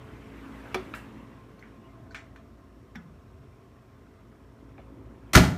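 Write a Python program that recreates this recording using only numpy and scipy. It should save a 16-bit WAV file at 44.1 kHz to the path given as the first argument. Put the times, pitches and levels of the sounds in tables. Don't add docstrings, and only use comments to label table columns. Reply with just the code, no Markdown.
import sys
import numpy as np
from scipy import signal
from scipy.fft import rfft, irfft
from scipy.io import wavfile
from scipy.ndimage import uniform_filter1d

SR = 44100
rng = np.random.default_rng(int(sys.argv[2]) if len(sys.argv) > 2 else 0)


def store_pcm(level_fs):
    pcm = np.round(np.clip(level_fs, -1, 1) * 32767).astype(np.int16)
    wavfile.write(sys.argv[1], SR, np.atleast_2d(pcm).T)


def convert_level_to_amplitude(level_db):
    exponent = np.asarray(level_db, float) / 20
    return 10 ** exponent


N = 245637

# (frequency [Hz], density [dB per Hz])
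STILL = [(240, -25), (400, -10), (432, -4), (459, -16), (481, -9), (527, -10), (673, -1), (726, -1.5),
         (761, -23), (1170, -4.5), (2030, -31.5), (2920, -27), (3250, -25), (5480, -27.5), (15500, -33.5)]
STILL_DB = -66.5
# (frequency [Hz], density [dB per Hz])
FAN = [(240, -22), (400, -14), (438, -7.5), (466, -35), (586, -2), (663, -11.5), (1050, -6), (2090, -10.5),
       (3510, -20.5), (4630, -29.5), (11400, -34.5), (15500, -39)]
# (frequency [Hz], density [dB per Hz])
DRONE = [(76, -25), (130, -9.5), (268, 4), (396, -3.5), (422, -25), (537, -8.5), (602, -19.5), (826, -16.5),
         (907, -12.5), (1060, -15.5), (1600, -24.5), (2080, -48), (3520, -120)]
# (frequency [Hz], density [dB per Hz])
RUMBLE = [(15, -54), (25, -8), (42, -9), (62, -9), (75, -0.5), (124, 3.5), (136, -2), (146, -7), (161, -24),
          (200, -31), (260, -43), (440, -120)]
RUMBLE_DB = -56.5
# (time [s], level over the rest [dB], half length [s])
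TREADS = [
    (.05, 10, 0.31),
    (.78, 13, .07),
    (0.933, 9, 0.043),
    (2.05, 4, 0.22),
    (3.067, 5, .1),
    (3.4, 12.5, .12),
    (4.78, 9.5, .06),
    (5.04, 10, 0.054),
    (5.3, 5, .08),
]
# (time [s], drone level by nearness [dB], fan level by view into the open door [dB])
WALK = [(0.0, -52.5, -54.5), (0.25, -51, -54.5), (0.53, -48, -51.5), (0.83, -47.5, -50), (1.26, -50.5, -59),
        (1.48, -54, -62), (1.72, -54.5, -62.5), (2.09, -54, -64.5), (2.55, -58.5, -68),
        (3.01, -59.5, -67.5), (3.96, -60.5, -66), (4.42, -57.5, -66), (5.07, -50.5, -65.5),
        (5.32, -53, -63)]

# (frequency [Hz], level [dB])
HUM = [(54.1, 0.5), (59.0, 5), (108.3, -2.5), (119.9, 0)]
HUM_DB, HUM_FOLLOWS, NEAR_DB = -55.5, 0.54, -50.5
BEAT_S, CREST_S = 0.58, 0.3
NODES_S = 2.4
SHAFT_HZ = 54.43
# (order [1], level against the drone [dB])
SHAFT_ORDERS = [(3, -14), (4, -8), (5, -3.5), (7, -13.5), (8, -12.5), (9, -13), (10, -15.5), (12, -30)]
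# (frequency [Hz], width [Hz], level [dB], loudest at [s], span [s])
RESONANCES = [(1057, 16, -73, 1.6, 1.1), (661, 21, -71, 2.11, 0.37), (431.2, 6.6, -68, 0.28, 0.89),
              (5500, 110, -94.5, 2, 5.9),
              (82.4, 6, -64.5, 2.93, 0.64), (191, 73, -65.5, 0.59, 1), (121, 26, -73, 3.8, 0.41),
            (225.2, 10.3, -67.5, 1.55, 0.88), (380.4, 21, -71.5, 3.3, 0.75)]
WALL_S, WALL_SWAY_S, WALL_SHARE = 0.0011, 0.0003, 0.2

# (frequency [Hz], t60 [s])
KITCHEN = [(100, 0.98), (300, 0.68), (1000, 0.42), (3000, 0.37), (8000, 0.33), (15000, 0.28)]

# (time [s], level [dB])
SNAPS = [
    (.939, -52),
    (1.595, -62),
    (2.146, -55),
    (2.361, -63),
    (2.955, -54),
]
# (frequency [Hz], level [dB])
SNAP = [(500, -30), (800, 0), (3000, 3), (8000, -6), (15000, -3)]
# (frequency [Hz], level [dB], t60 [s])
SHELF = [(217, -7.5, .2), (289, -9.5, 0.17), (374.6, -1.5, 0.52), (442, -1, 0.094), (546, -5, 0.085),
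         (698, -6.5, 0.15), (766, -8, 0.14)]
SHELF_S, SHELF_DB = 0.746, -26
SHELF_FREE_S, SHELF_MUTE_S = 0.054, 0.012
# (frequency [Hz], level [dB], t60 [s])
STEP = [(231.5, 7.5, 0.12), (210, 5, 0.13), (172, -0.5, 0.26)]
STEP_S, STEP_DB = 2.958, -36
CONTACT_S = 0.0006

# (frequency [Hz], level [dB], t60 [s], spread [octaves], room level [dB])
SHELF_EDGE = [(2337, -2, 0.03, 0.19, -13.5), (4200, -14, 0.035, 0.61, -6.5), (1190, -10.5, 0.069, 0.9, -4),
              (10300, -25.5, 0.058, 0.54, -9)]
HEEL = [(1346, -5, 0.024, 0.1, -9), (1735, -1, 0.015, 0.15, -12), (2450, -0.5, 0.016, 0.12, -10),
        (3820, -14.5, 0.014, 0.1, -7)]
LATCH = [(1710, 0.5, 0.033, 0.5, -1), (2390, -5.5, 0.027, 0.29, -7), (3320, -10.5, 0.073, 0.4, 2),
         (6400, -16, 0.036, 0.47, 2)]
SPRING = [(4370, 0, 0.023, 0.089, -8), (6200, -11, .03, .25, -1), (1510, 6, .03, .1, -5)]
TOE = [(1730, 1, 0.038, 0.23, -6.5), (2160, -3.5, 0.038, 0.23, -13), (3460, -9, 0.065, 0.17, -15),
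       (5640, -11.5, 0.049, 0.19, -12), (840, -11, 0.052, 0.31, -15)]
TICK = [(2050, 0, .011, .06, -9), (1625, -7, .015, .1, -8)]
# (time [s], level [dB], pitch factor [1], extra room level [dB], dullness [dB per octave])
SHELF_EDGE_AT = [
    (.7440, -15.5, 1.0, 0.8, 0.5),
]
HEEL_AT = [
    (.9385, -20, 0.99, -0.82, 0.033),
    (4.7805, -39.5, .95, 1.7, 1),
]
LATCH_AT = [
    (2.1453, -32, 0.97, -0.12, 0.5),
    (2.151, -38, 1.08, 0.1, 1.5),
    (2.163, -41.5, 1.15, 0.1, 0.5),
    (2.360, -44, 0.96, -1.8, 3.4),
]
SPRING_AT = [
    (1.593, -53, .99, -2, -1.5),
    (2.109, -46.5, 1.01, -1, 0.033),
]
TOE_AT = [
    (2.9555, -34, 0.99, 0.1, 0.1),
]
TICK_AT = [
    (1.6258, -30.5, 1, -4, 0),
]
# (time [s], level [dB], frequency [Hz], t60 [s], spread [octaves])
SCUFFS = [
    (.947, -51.5, 8200, 0.25, 1),
    (1.17, -59, 2690, .4, 0.2),
    (1.845, -61, 2880, .21, .2),
    (1.885, -61.5, 2100, .18, 0),
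    (2.95, -47.5, 1380, 0.073, 1),
    (3.097, -55, 1160, .042, .1),
    (4.781, -46.5, 648, 0.15, .51),
    (5.05, -63, 2020, .15, 0.5),
]
SCUFF_ROOM_DB = -7
# (time [s], level [dB], frequency [Hz], t60 [s], spread [octaves])
CREAKS = [
    (3.016, -40, 161, 0.35, .33),
    (3.05, -41.5, 154.3, 0.37, 0.0047),
]

# (time [s], level [dB], t60 [s], dullness [dB per octave])
TOUCHES = [
    (5.3327, -19.5, 0.084, 2),
    (5.342, -16, 0.039, 0.5),
    (5.35, -12, 0.069, 0.5),
    (5.3539, -1, 0.025, 0.5),
    (5.3634, -6.5, 0.025, 1.5),
    (5.372, -7, 0.066, -1.5),
    (5.389, -23, 0.061, -2),
    (5.435, -24.5, 0.11, -2),
    (5.358, -20, 0.34, -1),
]
# (frequency [Hz], density [dB per Hz])
RATTLE = [(180, -22), (300, 0.5), (511, -10), (667, -2.5), (1060, -8), (1250, -3), (1530, -7), (1660, -3.5),
          (2980, -12.5), (4370, -12), (4830, -13.5), (6850, -16), (7820, -18.5), (14700, -26.5),
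          (16000, -36)]
# (frequency [Hz], level [dB], t60 [s])
CABINET = [(45, -8, 0.3), (67.6, 3, 0.25), (86, 0.5, 0.15), (101, 5, 0.14), (113.2, -2, 0.29),
           (129.9, -5.5, 0.7), (167.3, -2.5, 0.45), (183, 2, 0.35), (204, 2.5, 0.21), (243.4, -9, 0.4),
           (274.5, -2, 0.374), (346, -9.5, 0.33), (378.6, -14.5, 0.29), (399, -10, 0.23)]
# (frequency [Hz], level [dB], t60 [s])
PANEL = [(643, -7.5, 0.2), (708, -10.5, 0.18), (982, -9, 0.28), (1270, -25, 0.28), (1354, 8, 0.04),
         (1413, -5, 0.13), (1414, 0, 0.043), (1674, -2, 0.082), (1910, 3, 0.054), (2035, 1.5, .08),
         (2655, -4, 0.062), (4160, -6, 0.042), (5310, 1, 0.039)]
# (frequency [Hz], level [dB])
THUD = [(35, -42), (52, -12), (72, 4), (110, 3.5), (210, 2), (320, -20), (500, -24), (1000, -50)]
BLOW_S, BOOM_S, CABINET_DB, PANEL_DB = 5.3505, 5.356, -11.5, -14


def evened(x):
    return x / np.sqrt(np.mean(x ** 2) + 1e-20)


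def read(points, hz):
    f, value = np.transpose(points)
    return np.interp(np.log(hz + 1), np.log(f + 1), value)


def add(mix, s, sound):
    part = mix[round(s * SR):][:len(sound)]
    part += sound[:len(part)]


def wander(hz):
    t = np.arange(0, N, 256) / SR
    rows = rng.random((16, 2))
    slow = sum(np.sin(2 * np.pi * (hz * f * t + phase)) for f, phase in rows)
    return np.interp(np.arange(N) / SR, t, evened(slow))


def noise(spectrum, patchy_db, size):
    hz = np.fft.rfftfreq(size, 1 / SR)
    a, b, patches = rng.standard_normal((N * 4 // size + 5, len(hz), 3)).T
    patches = uniform_filter1d(patches, size=8, axis=0)
    patches = evened(uniform_filter1d(patches, size=6, axis=1))
    z = (a + 1j * b) * convert_level_to_amplitude(read(spectrum, hz)[:, None] + patchy_db * patches)
    return evened(signal.istft(z, nperseg=size, noverlap=size * 3 // 4)[1][:N])


def burst(spectrum, t60, tilt_db=0., rise_s=0.00079):
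    t = np.arange(SR // 2) / SR
    hz = np.fft.rfftfreq(len(t), 1 / SR)
    colour = convert_level_to_amplitude(read(spectrum, hz) + tilt_db * np.log2((hz + 50) / 2000))
    puff = evened(irfft(rfft(rng.standard_normal(len(t))) * colour))
    return puff * convert_level_to_amplitude(-60 * t / t60) * (1 - np.exp(-t / rise_s))


def ring(modes, rise_s):
    t = np.arange(SR // 2) / SR
    tones = sum(convert_level_to_amplitude(db - 60 * t / t60) * np.sin(2 * np.pi * hz * t) for hz, db, t60 in modes)
    return tones * (1 - np.exp(-t / rise_s))


def kitchen(x, spread=0.71):
    taps = np.zeros(SR)
    at = np.arange(200, SR - 20, 20) + rng.integers(0, 20, (SR - 201) // 20)
    taps[at] = rng.choice([-1., 1.], len(at))
    hz, t, z = signal.stft(taps, SR, nperseg=256)
    t60 = spread * read(KITCHEN, hz)
    tail = signal.istft(z * convert_level_to_amplitude(-60 * t / t60[:, None]), SR, nperseg=256)[1]
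    return signal.fftconvolve(x, tail / np.linalg.norm(tail))[:N]


def still_house():
    t = np.arange(N) / SR
    swell = sum(db * np.exp(-((t - s) / half) ** 2) for s, db, half in TREADS)
    rumble = convert_level_to_amplitude(RUMBLE_DB + swell - 4.5) * noise(RUMBLE, 1.2, size=4096)
    return rumble + convert_level_to_amplitude(STILL_DB) * noise(STILL, 0.41, size=1024)


def fan_air(fan_db):
    t = np.arange(N) / SR
    fan = noise(FAN, 1.94, size=512)
    reflected = np.interp(t - WALL_S - WALL_SWAY_S * wander(1.3), t, fan)
    return convert_level_to_amplitude(fan_db - 0.54) * (fan + WALL_SHARE * reflected)


def compressor(drone_db):
    t = np.arange(N) / SR
    tones = [convert_level_to_amplitude(db) * np.cos(2 * np.pi * hz * (t - BEAT_S) + 0.15 * wander(1.18)) for hz, db in HUM]
    node_crossing = np.cos(np.pi * (t - CREST_S) / NODES_S)
    hum = tones[0] + node_crossing * tones[1] + sum(tones[2:])
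    orders = np.zeros(N)
    for k, db in SHAFT_ORDERS:
        phase = 2 * np.pi * k * SHAFT_HZ * t + 0.31 * wander(1.16)
        orders += convert_level_to_amplitude(db + 1.9 * wander(0.764)) * np.sin(phase)
    hum_db = HUM_DB + HUM_FOLLOWS * (drone_db - NEAR_DB)
    return convert_level_to_amplitude(hum_db) * hum + convert_level_to_amplitude(drone_db) * orders


def resonances():
    t = np.arange(N) / SR
    out = np.zeros(N)
    for hz, width, db, s, span in RESONANCES:
        near_db = 9.2 * np.exp(-((t - s) / span) ** 2)
        band = signal.lfilter(*signal.iirpeak(hz, hz / width, SR), rng.standard_normal(N))
        out += convert_level_to_amplitude(db + near_db) * evened(band)
    return out


def fridge():
    s, *columns = np.transpose(WALK)
    drone_db, fan_db = (np.interp(np.arange(N) / SR, s, c) for c in columns)
    drone = convert_level_to_amplitude(drone_db - 1.5) * noise(DRONE, 1.96, size=2048)
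    return fan_air(fan_db) + drone + compressor(drone_db) + resonances()


def contacts():
    struck = [(SHELF_EDGE, SHELF_EDGE_AT), (HEEL, HEEL_AT), (LATCH, LATCH_AT),
              (TOE, TOE_AT), (TICK, TICK_AT), (SPRING, SPRING_AT)]
    parts = []  # (time [s], level [dB], frequency [Hz], t60 [s], spread [octaves], room level [dB])
    for thing, times in struck:
        for s, db, pitch, far_db, dull_db in times:
            for hz, part_db, t60, spread, room_db in thing:
                level = db + part_db - dull_db * np.log2(hz / 2000)
                parts.append((s, level, pitch * hz, t60, spread, room_db + far_db))
    scuffs = [(*row, SCUFF_ROOM_DB) for row in SCUFFS]
    return parts + scuffs + [(*row, -30) for row in CREAKS]


def clicks():
    direct, sent = np.zeros(N), np.zeros(N)
    for s, db, hz, t60, spread, room_db in contacts():
        share = np.clip(2 * spread, 0, 1)
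        wide = 2 ** (abs(spread) + 0.025)
        rise_s = CONTACT_S + 0.004 * t60
        band = [(hz / wide ** 4, -60), (hz / wide, -8), (hz, 0), (hz * wide, -8), (hz * wide ** 4, -60)]
        crack = burst(band, t60, rise_s=rise_s)
        click = (1 - share) * ring([(hz, 0, t60)], rise_s) + 0.9 * share * crack
        add(direct, s, convert_level_to_amplitude(db) * click)
        broad = [(hz / 7.2, -60), (hz / 1.77, -8), (hz, 0), (hz * 1.28, -8), (hz * 4, -60)]
        add(sent, s, convert_level_to_amplitude(db + room_db) * (0.22 * click + 0.91 * burst(broad, 0.031)))
    for s, db in SNAPS:
        add(direct, s, convert_level_to_amplitude(db) * burst(SNAP, 0.038))
    t = np.arange(SR // 2) / SR
    held = np.exp(-np.maximum(t - SHELF_FREE_S, 0) / SHELF_MUTE_S)
    add(direct, SHELF_S, convert_level_to_amplitude(SHELF_DB) * held * ring(SHELF, 0.0014))
    add(direct, STEP_S, convert_level_to_amplitude(STEP_DB) * ring(STEP, 0.012))
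    return direct + kitchen(sent)


def slam():
    rattle, body = np.zeros(N), np.zeros(N)
    for s, db, t60, tilt_db in TOUCHES:
        add(rattle, s, convert_level_to_amplitude(db) * burst(RATTLE, t60, tilt_db, rise_s=0.00085))
    add(rattle, BLOW_S, convert_level_to_amplitude(PANEL_DB) * ring(PANEL, 0.00093))
    add(body, BOOM_S, convert_level_to_amplitude(CABINET_DB) * ring(CABINET, 0.0031))
    add(body, BOOM_S, convert_level_to_amplitude(-16) * burst(THUD, 0.17, rise_s=0.0027))
    add(body, BOOM_S, convert_level_to_amplitude(-14) * burst(THUD, 0.58, rise_s=0.0065))
    add(body, TOUCHES[0][0], convert_level_to_amplitude(-27.5) * burst(THUD, 0.15, 2.8, rise_s=0.0063))
    return rattle + body + kitchen(convert_level_to_amplitude(-10) * rattle + convert_level_to_amplitude(-26) * body, spread=1.07)


def scene():
    return (still_house() + fridge() + clicks() + slam())[None]


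def roll_off(x):
    return signal.sosfilt(signal.butter(12, 16460, fs=SR, output="sos"), x)


def record(dry):
    x = signal.sosfilt(signal.butter(4, 38, "high", fs=SR, output="sos"), dry)
    x = 0.58 * x + 0.37 * signal.lfilter(*signal.iirnotch(10500, 12, SR), x)
    ceiling = 0.7
    x = x / (1 + abs(x / ceiling) ** 8) ** (1 / 8)
    lowpass = signal.firwin(255, 15450, window=("kaiser", 8), fs=SR)
    padded = np.pad(x, ((0, 0), (127, 127)), "reflect")
    mix = signal.oaconvolve(padded, lowpass[None], "valid")
    return roll_off(mix)


dry = scene()
out = record(dry)
store_pcm(out)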